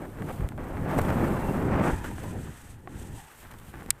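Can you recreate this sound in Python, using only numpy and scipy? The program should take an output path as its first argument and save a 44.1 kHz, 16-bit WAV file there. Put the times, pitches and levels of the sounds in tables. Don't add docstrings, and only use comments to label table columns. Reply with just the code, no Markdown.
import sys
import numpy as np
from scipy import signal
from scipy.fft import rfft, irfft
from scipy.io import wavfile
from scipy.ndimage import uniform_filter1d

SR = 44100
rng = np.random.default_rng(int(sys.argv[2]) if len(sys.argv) > 2 else 0)


def int16_out(signal):
    q = np.round(np.clip(np.atleast_2d(signal).T, -1, 1) * 32767)
    wavfile.write(sys.argv[1], SR, q.astype(np.int16))


N = 4 * SR

# frequency_hz, relative_db
CRUNCH_SPECTRUM = [(150, -14.5), (350, 0), (520, 3.5), (680, 1.5), (810, 2), (1000, -1.5), (1250, -4),
                   (1600, -6), (2000, -11), (2600, -18), (4000, -35), (6000, -39.5), (15000, -76)]
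# frequency_hz, relative_db
GRIT_SPECTRUM = [(1000, -13), (2500, 2.5), (4300, -3), (5500, -6.5), (8200, -3.5), (11000, -12), (13300, 0),
                 (16000, -13)]
# frequency_hz, relative_db
SPRAY_SPECTRUM = [(1000, 2), (3000, -2), (5000, -10), (6800, -7), (8200, -2), (10000, -5), (12000, -7.5),
                  (13300, -0.5), (14400, -9.5), (16000, -15)]


def undb(db):
    return 10 ** (np.asarray(db) / 20)


def unit(x):
    return x / np.sqrt(np.mean(x ** 2))


def envelope(curve):
    times, db = np.array(curve).T
    before_db = db[0] if times[0] < .1 else -120
    after_db = db[-1] if times[-1] > 3.9 else -120
    return undb(np.interp(np.arange(N) / SR, times, db, left=before_db, right=after_db))


def response(spectrum, size=4096):
    hz, db = np.array(spectrum).T
    bins_hz = np.maximum(np.fft.rfftfreq(size, 1 / SR), 1)
    magnitude = undb(np.interp(np.log(bins_hz), np.log(hz), db))
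    cepstrum = irfft(np.log(magnitude))
    cepstrum[1:size // 2] *= 2
    cepstrum[size // 2 + 1:] = 0
    return irfft(np.exp(rfft(cepstrum)))


def colour(excitation, spectrum):
    return unit(signal.fftconvolve(excitation, response(spectrum))[:N])


def wander(rate_hz):
    hold = max(int(SR / rate_hz), 2)
    steps = np.repeat(rng.standard_normal(N // hold + 1), hold)[:N]
    return unit(uniform_filter1d(uniform_filter1d(steps, hold), hold))


def flutter(rate_hz, depth_db):
    return unit(undb(depth_db * wander(rate_hz)))


def grains(per_s, spread_db):
    occurs = rng.random(N) < per_s / SR
    polarity = np.sign(rng.standard_normal(N))
    strength = undb(spread_db * np.minimum(rng.exponential(size=N), 4))
    return unit(occurs * polarity * strength)


def resonance(pitch_hz, width_hz):
    drive = rng.standard_normal(N) + 1j * rng.standard_normal(N)
    amplitude = signal.sosfilt(signal.butter(2, width_hz / 2, fs=SR, output="sos"), drive)
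    phase = 2 * np.pi * np.cumsum(pitch_hz * np.ones(N)) / SR
    return unit(np.real(amplitude * np.exp(1j * phase)))


def pulse(length_s, size):
    t = np.arange(size) / SR
    return np.sin(np.pi * np.minimum(t / length_s, 1)) ** 2


def shower(length_s, spectrum, size=4096):
    return signal.fftconvolve(rng.standard_normal(size) * pulse(length_s, size), response(spectrum))


def crack(spectrum, tail_s, tail_db, size=1024):
    force = undb(tail_db) * rng.standard_normal(size) * np.exp(-np.arange(size) / SR / tail_s)
    force[0] = 1
    return signal.fftconvolve(force, response(spectrum))


def add(out, start_s, sound, peak_db):
    start = int(start_s * SR)
    out[start:start + len(sound)] += (sound * undb(peak_db) / np.abs(sound).max())[:N - start]


def wind():
    # time_s, relative_db
    pressure = [(0, -49.5), (.2, -43.5), (.38, -45), (.44, -33), (.48, -39), (.93, -40.5), (.99, -32),
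                (1.3, -36.5), (1.68, -37.5), (1.75, -32), (1.86, -38), (1.94, -36), (2.02, -40),
                (2.49, -41), (2.56, -55.5), (2.75, -48.5), (2.86, -53), (2.95, -44), (3.15, -42.5),
                (3.33, -69), (3.45, -49.5), (3.65, -53.5), (3.9, -46.5), (4, -59)]
    # frequency_hz, relative_db
    spectrum = [(15, -7), (30, -3.5), (50, -4), (100, -2.5), (150, -7.5), (300, -37.5), (800, -38.5),
                (3000, -85)]
    # centre_s, width_s, peak_db
    thumps = [(.4, 0.002, -23), (0.428, 0.0037, -21), (0.448, 0.0036, -21), (.988, 0.00045, -11),
              (1.751, 0.0037, -24), (1.9363, 0.0045, -19)]
    out = colour(rng.standard_normal(N), spectrum) * flutter(18, depth_db=.5) * envelope(pressure) * undb(3)
    for centre_s, width_s, peak_db in thumps:
        half = int(4 * width_s * SR)
        widths = np.arange(-half, half) / SR / width_s
        ricker_wavelet = (widths ** 2 - 1) * np.exp(-widths ** 2 / 2)
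        add(out, centre_s - half / SR, ricker_wavelet, peak_db)
    return out


def clothing():
    # time_s, level_db
    rustle = [(3.37, -74), (3.43, -52.5), (3.49, -59), (3.517, -47.5), (3.53, -51), (3.57, -56.5),
              (3.68, -57), (3.745, -48.5), (3.81, -45.5), (3.85, -57.5), (3.89, -50.5), (3.92, -57.5),
              (4, -57.5)]
    # frequency_hz, relative_db
    spectrum = [(200, -2), (450, -0.5), (680, -4), (820, -1.5), (1050, -1.5), (1800, -3.5), (2400, -12),
                (3200, -18), (4500, -26.5), (12000, -28)]
    return colour(grains(1200, spread_db=1), spectrum) * flutter(130, depth_db=3) * envelope(rustle)


def rumble():
    # time_s, relative_db
    shaking = [(0, -37.5), (.13, -49), (.24, -38.5), (.36, -45), (.43, -36), (.5, -46), (.57, -39.5),
               (.6, -38.5), (.83, -35.5), (.97, -29.5), (1.05, -32), (1.27, -25.5), (1.48, -32.5),
               (1.65, -30.5), (1.88, -25.5), (2, -44), (2.36, -37), (2.49, -43), (2.57, -57.5),
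               (2.82, -51.5), (2.97, -44.5), (3.15, -47.5), (3.27, -68), (3.4, -64), (3.46, -58),
               (3.68, -57), (3.89, -45.5), (3.93, -66), (4, -65)]
    # frequency_hz, relative_db
    spectrum = [(40, -28.5), (90, -9), (135, -0.5), (240, -.5), (350, -5), (480, -11.5), (800, -22.5),
                (3000, -92)]
    vibration = colour(grains(1500, spread_db=2.5), spectrum)
    return vibration * flutter(30.01, depth_db=1.6) * envelope(shaking) * undb(1)


def ticks():
    # start_s, peak_db
    contacts = [(.221, -35), (0.489, -25), (.578, -36), (.687, -40), (.9878, -31), (2.044, -30),
                (3.472, -39), (3.514, -35), (3.539, -39), (3.756, -41), (3.831, -37), (3.862, -34)]
    # frequency_hz, relative_db
    spectrum = [(500, -20), (1500, 2), (2900, 0), (4500, -9), (8200, -5), (11000, -7), (13300, -9),
                (16000, -11)]
    out = np.zeros(N)
    for start_s, peak_db in contacts:
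        add(out, start_s, crack(spectrum, tail_s=.00045, tail_db=-10), peak_db)
    return out


def knocks(contact_s=.00024, detune=.038, size=6000):
    # frequency_hz, relative_db, t60_s
    modes = [(375, -6, 0.054), (801, 1, 0.024), (1122, -2.5, 0.027), (1456, -1.5, 0.015), (1700, 0, 0.0084),
             (1915, -14, 0.03), (2336, -23, 0.0163)]
    # start_s, peak_db
    blows = [(.187, -30), (.222, -24.5), (.408, -27.5), (.521, -29), (.579, -29), (.771, -24.5),
             (.9886, -16), (1.839, -18), (2.043, -28), (2.183, -26), (2.8744, -24), (2.877, -32),
             (3.541, -33.5), (3.74, -31), (3.757, -36), (3.822, -28.5), (3.862, -36), (3.890, -34.5)]
    t = np.arange(size) / SR
    out = np.zeros(N)
    for start_s, peak_db in blows:
        ringing = np.zeros(size)
        for hz, db, t60_s in modes:
            pitch_hz = hz * (1 + detune * rng.standard_normal())
            ringing += undb(db) * np.sin(2 * np.pi * pitch_hz * t) * np.exp(-np.log(1000) * t / t60_s)
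        add(out, start_s, signal.fftconvolve(ringing, pulse(contact_s, size))[:size], peak_db)
    return out


def edge(width_hz=65, overtone_hz=2735):
    # time_s, pitch_hz, level_db
    tone = [(1.31, 1293, -54), (1.345, 1124, -35), (1.39, 928, -47), (1.45, 892, -38.5), (1.51, 905, -44),
            (1.55, 872, -58)]
    times, hz, db = np.array(tone).T
    pitch_hz = np.interp(np.arange(N) / SR, times, hz)
    overtone_gain = undb(-14.5) * (hz.min() / pitch_hz) ** 8
    singing = resonance(pitch_hz, width_hz) + overtone_gain * resonance(overtone_hz, width_hz)
    return singing * envelope(np.column_stack([times, db]))


def box_scrape():
    # time_s, relative_db
    pressure = [(1.82, -66), (1.92, -41), (2.032, -51), (2.05, -37.5), (2.085, -45), (2.17, -54.5),
                (2.19, -46.5), (2.4, -53), (2.56, -53), (2.72, -60), (2.77, -58.5), (2.86, -68), (2.9, -56),
                (3.18, -60.5), (3.31, -53.5), (3.39, -62), (3.5, -54)]
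    # frequency_hz, relative_db
    spectrum = [(200, -6.5), (500, -5), (700, -4.5), (1100, -1), (1500, 1.5), (1900, -2), (2300, -8.5),
                (3100, -10.5), (4000, -19), (8000, -29)]
    slips = colour(grains(4000, spread_db=.5), spectrum)
    return slips * flutter(45.02, depth_db=1.5) * envelope(pressure) * undb(-1)


def box_ring(drift=.04):
    # frequency_hz, width_hz, relative_db
    modes = [(872, 180, 3.5), (1806, 180, -4), (2600, 160, -12.5)]
    # time_s, relative_db
    strength = [(1.85, -57), (1.93, -42), (2.01, -49.5), (2.13, -51), (2.35, -52), (2.56, -62),
                (2.84, -65.5), (2.95, -58), (3.3, -54), (3.4, -70)]
    ringing = sum(undb(db) * resonance(hz * (1 + drift * wander(12)), width) for hz, width, db in modes)
    return unit(ringing) * flutter(29.95, depth_db=2.5) * envelope(strength) * undb(-1)


def base_hiss():
    # time_s, relative_db
    glide = [(1.2, -66), (1.8, -60.5), (1.85, -47), (1.97, -50), (2.01, -52), (2.07, -50.5), (2.15, -57),
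             (2.24, -53.5), (2.31, -52.5), (2.35, -60.5), (2.44, -54.5), (2.48, -58.5), (2.54, -56.5),
             (2.72, -58), (2.775, -73), (2.87, -71), (2.92, -60), (3.03, -53.5), (3.11, -60.5),
             (3.18, -54.5), (3.31, -63), (3.39, -65), (3.47, -76)]
    # frequency_hz, relative_db
    spectrum = [(1500, -1), (3200, -2), (4300, -8), (5400, -8), (6100, -2.5), (6900, -3.5), (8100, 3),
                (9800, -4), (11800, -8), (13300, -5), (14500, -18), (16000, -26)]
    hiss = colour(grains(14000, spread_db=2.5), spectrum)
    return hiss * flutter(130, depth_db=1.5) * flutter(28.07, depth_db=1.1) * envelope(glide) * undb(.5)


def snow():
    # time_s, relative_db
    bite = [(0, -44), (.055, -46.5), (.072, -57.5), (.2, -46.5), (.255, -50), (.298, -43.5), (.335, -49.5),
            (.37, -51), (.44, -44.5), (.48, -53), (.572, -60), (.584, -43), (.82, -44.5), (.92, -33),
            (1.04, -38), (1.1, -34), (1.27, -35.5), (1.38, -37.5), (1.53, -39.5), (1.67, -37.5),
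            (1.73, -34), (1.905, -29), (1.93, -53), (2.02, -69)]
    # time_s, relative_db
    rush = [(0, -62), (.16, -63.5), (.33, -55), (.42, -60.5), (.56, -68), (.6, -63.5), (.87, -60),
            (.93, -55.5), (1.02, -53), (1.4, -55), (1.58, -54.5), (1.77, -68), (2.3, -64), (2.82, -71.5),
            (3.3, -63), (3.41, -55.5), (3.46, -62), (3.62, -63.5), (3.68, -58), (3.75, -64), (3.86, -61.5),
            (3.93, -70.5), (4, -68)]
    crunch = colour(grains(5000, spread_db=1.7), CRUNCH_SPECTRUM) * flutter(69.9, depth_db=1.13)
    grit = colour(grains(260, spread_db=2.5), GRIT_SPECTRUM)
    spray = colour(grains(16000, spread_db=2), SPRAY_SPECTRUM) * flutter(160, depth_db=.97)
    breaking = crunch * undb(2.5) + grit * undb(-26.5)
    return breaking * envelope(bite) + spray * envelope(rush) * undb(3.5)


def ice():
    # centre_s, length_s, crunch_peak_db, grit_peak_db
    crusts = [(.052, .02, -33.5, -56), (.29, .05, -28, -52), (0.309, .03, -28.5, -50),
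              (0.912, .02, -31, -41), (0.979, .008, -21, -40), (.994, .014, -18, -40),
              (1.051, .01, -27, -40), (1.091, .02, -21, -42), (1.104, .012, -21.5, -38),
              (1.245, .026, -23.5, -45), (2.05, .016, -31.5, -41), (2.114, .01, -32.5, -47),
              (2.241, 0.029, -34, -44)]
    # centre_s, length_s, peak_db
    spurts = [(0.984, 0.0095, -32), (.9885, 0.0045, -25.5), (0.993, 0.004, -27), (1.017, .016, -34.5),
              (2.062, 0.051, -44), (3.514, .012, -42), (3.538, 0.0087, -44), (3.588, .016, -43),
              (3.599, 0.007, -45)]
    out = np.zeros(N)
    for centre_s, length_s, crunch_db, grit_db in crusts:
        add(out, centre_s - length_s / 2, shower(length_s, CRUNCH_SPECTRUM), crunch_db)
        add(out, centre_s - length_s / 2, shower(length_s, GRIT_SPECTRUM), grit_db)
    for centre_s, length_s, peak_db in spurts:
        add(out, centre_s - length_s / 2, shower(length_s, SPRAY_SPECTRUM), peak_db)
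    return out


def snap():
    # start_s, peak_db
    contacts = [(3.9046, -4), (3.9064, -2)]
    # frequency_hz, relative_db
    contact_spectrum = [(300, -38), (1000, -26), (1600, -6.5), (2500, -8.5), (3400, -18), (4300, -6),
                        (5400, -2), (6500, -6), (7500, 4), (8800, 5), (9900, 3.5), (11200, -18), (13300, 1),
                        (15000, -10.5), (18000, -31)]
    # frequency_hz, relative_db
    body_spectrum = [(500, -24), (1000, -8), (1600, -1.5), (2500, 5), (4200, -1), (6000, -6), (9000, -10),
                     (16000, -38)]
    out = np.zeros(N)
    for start_s, peak_db in contacts:
        add(out, start_s, crack(contact_spectrum, tail_s=.00074, tail_db=-23.5), peak_db)
    add(out, contacts[-1][0], crack(body_spectrum, tail_s=.0018, tail_db=-2), peak_db=-18.5)
    return out


def scene():
    ride = wind() + rumble() + snow() + edge() + box_scrape() + box_ring() + base_hiss()
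    return (ride + clothing() + knocks() + ticks() + snap() + ice())[None]


def record(dry):
    cutoff_hz = 15300
    return signal.sosfilt(signal.ellip(8, .2, 70, cutoff_hz, fs=SR, output="sos"), dry)


dry = scene()
out = record(dry)
int16_out(out)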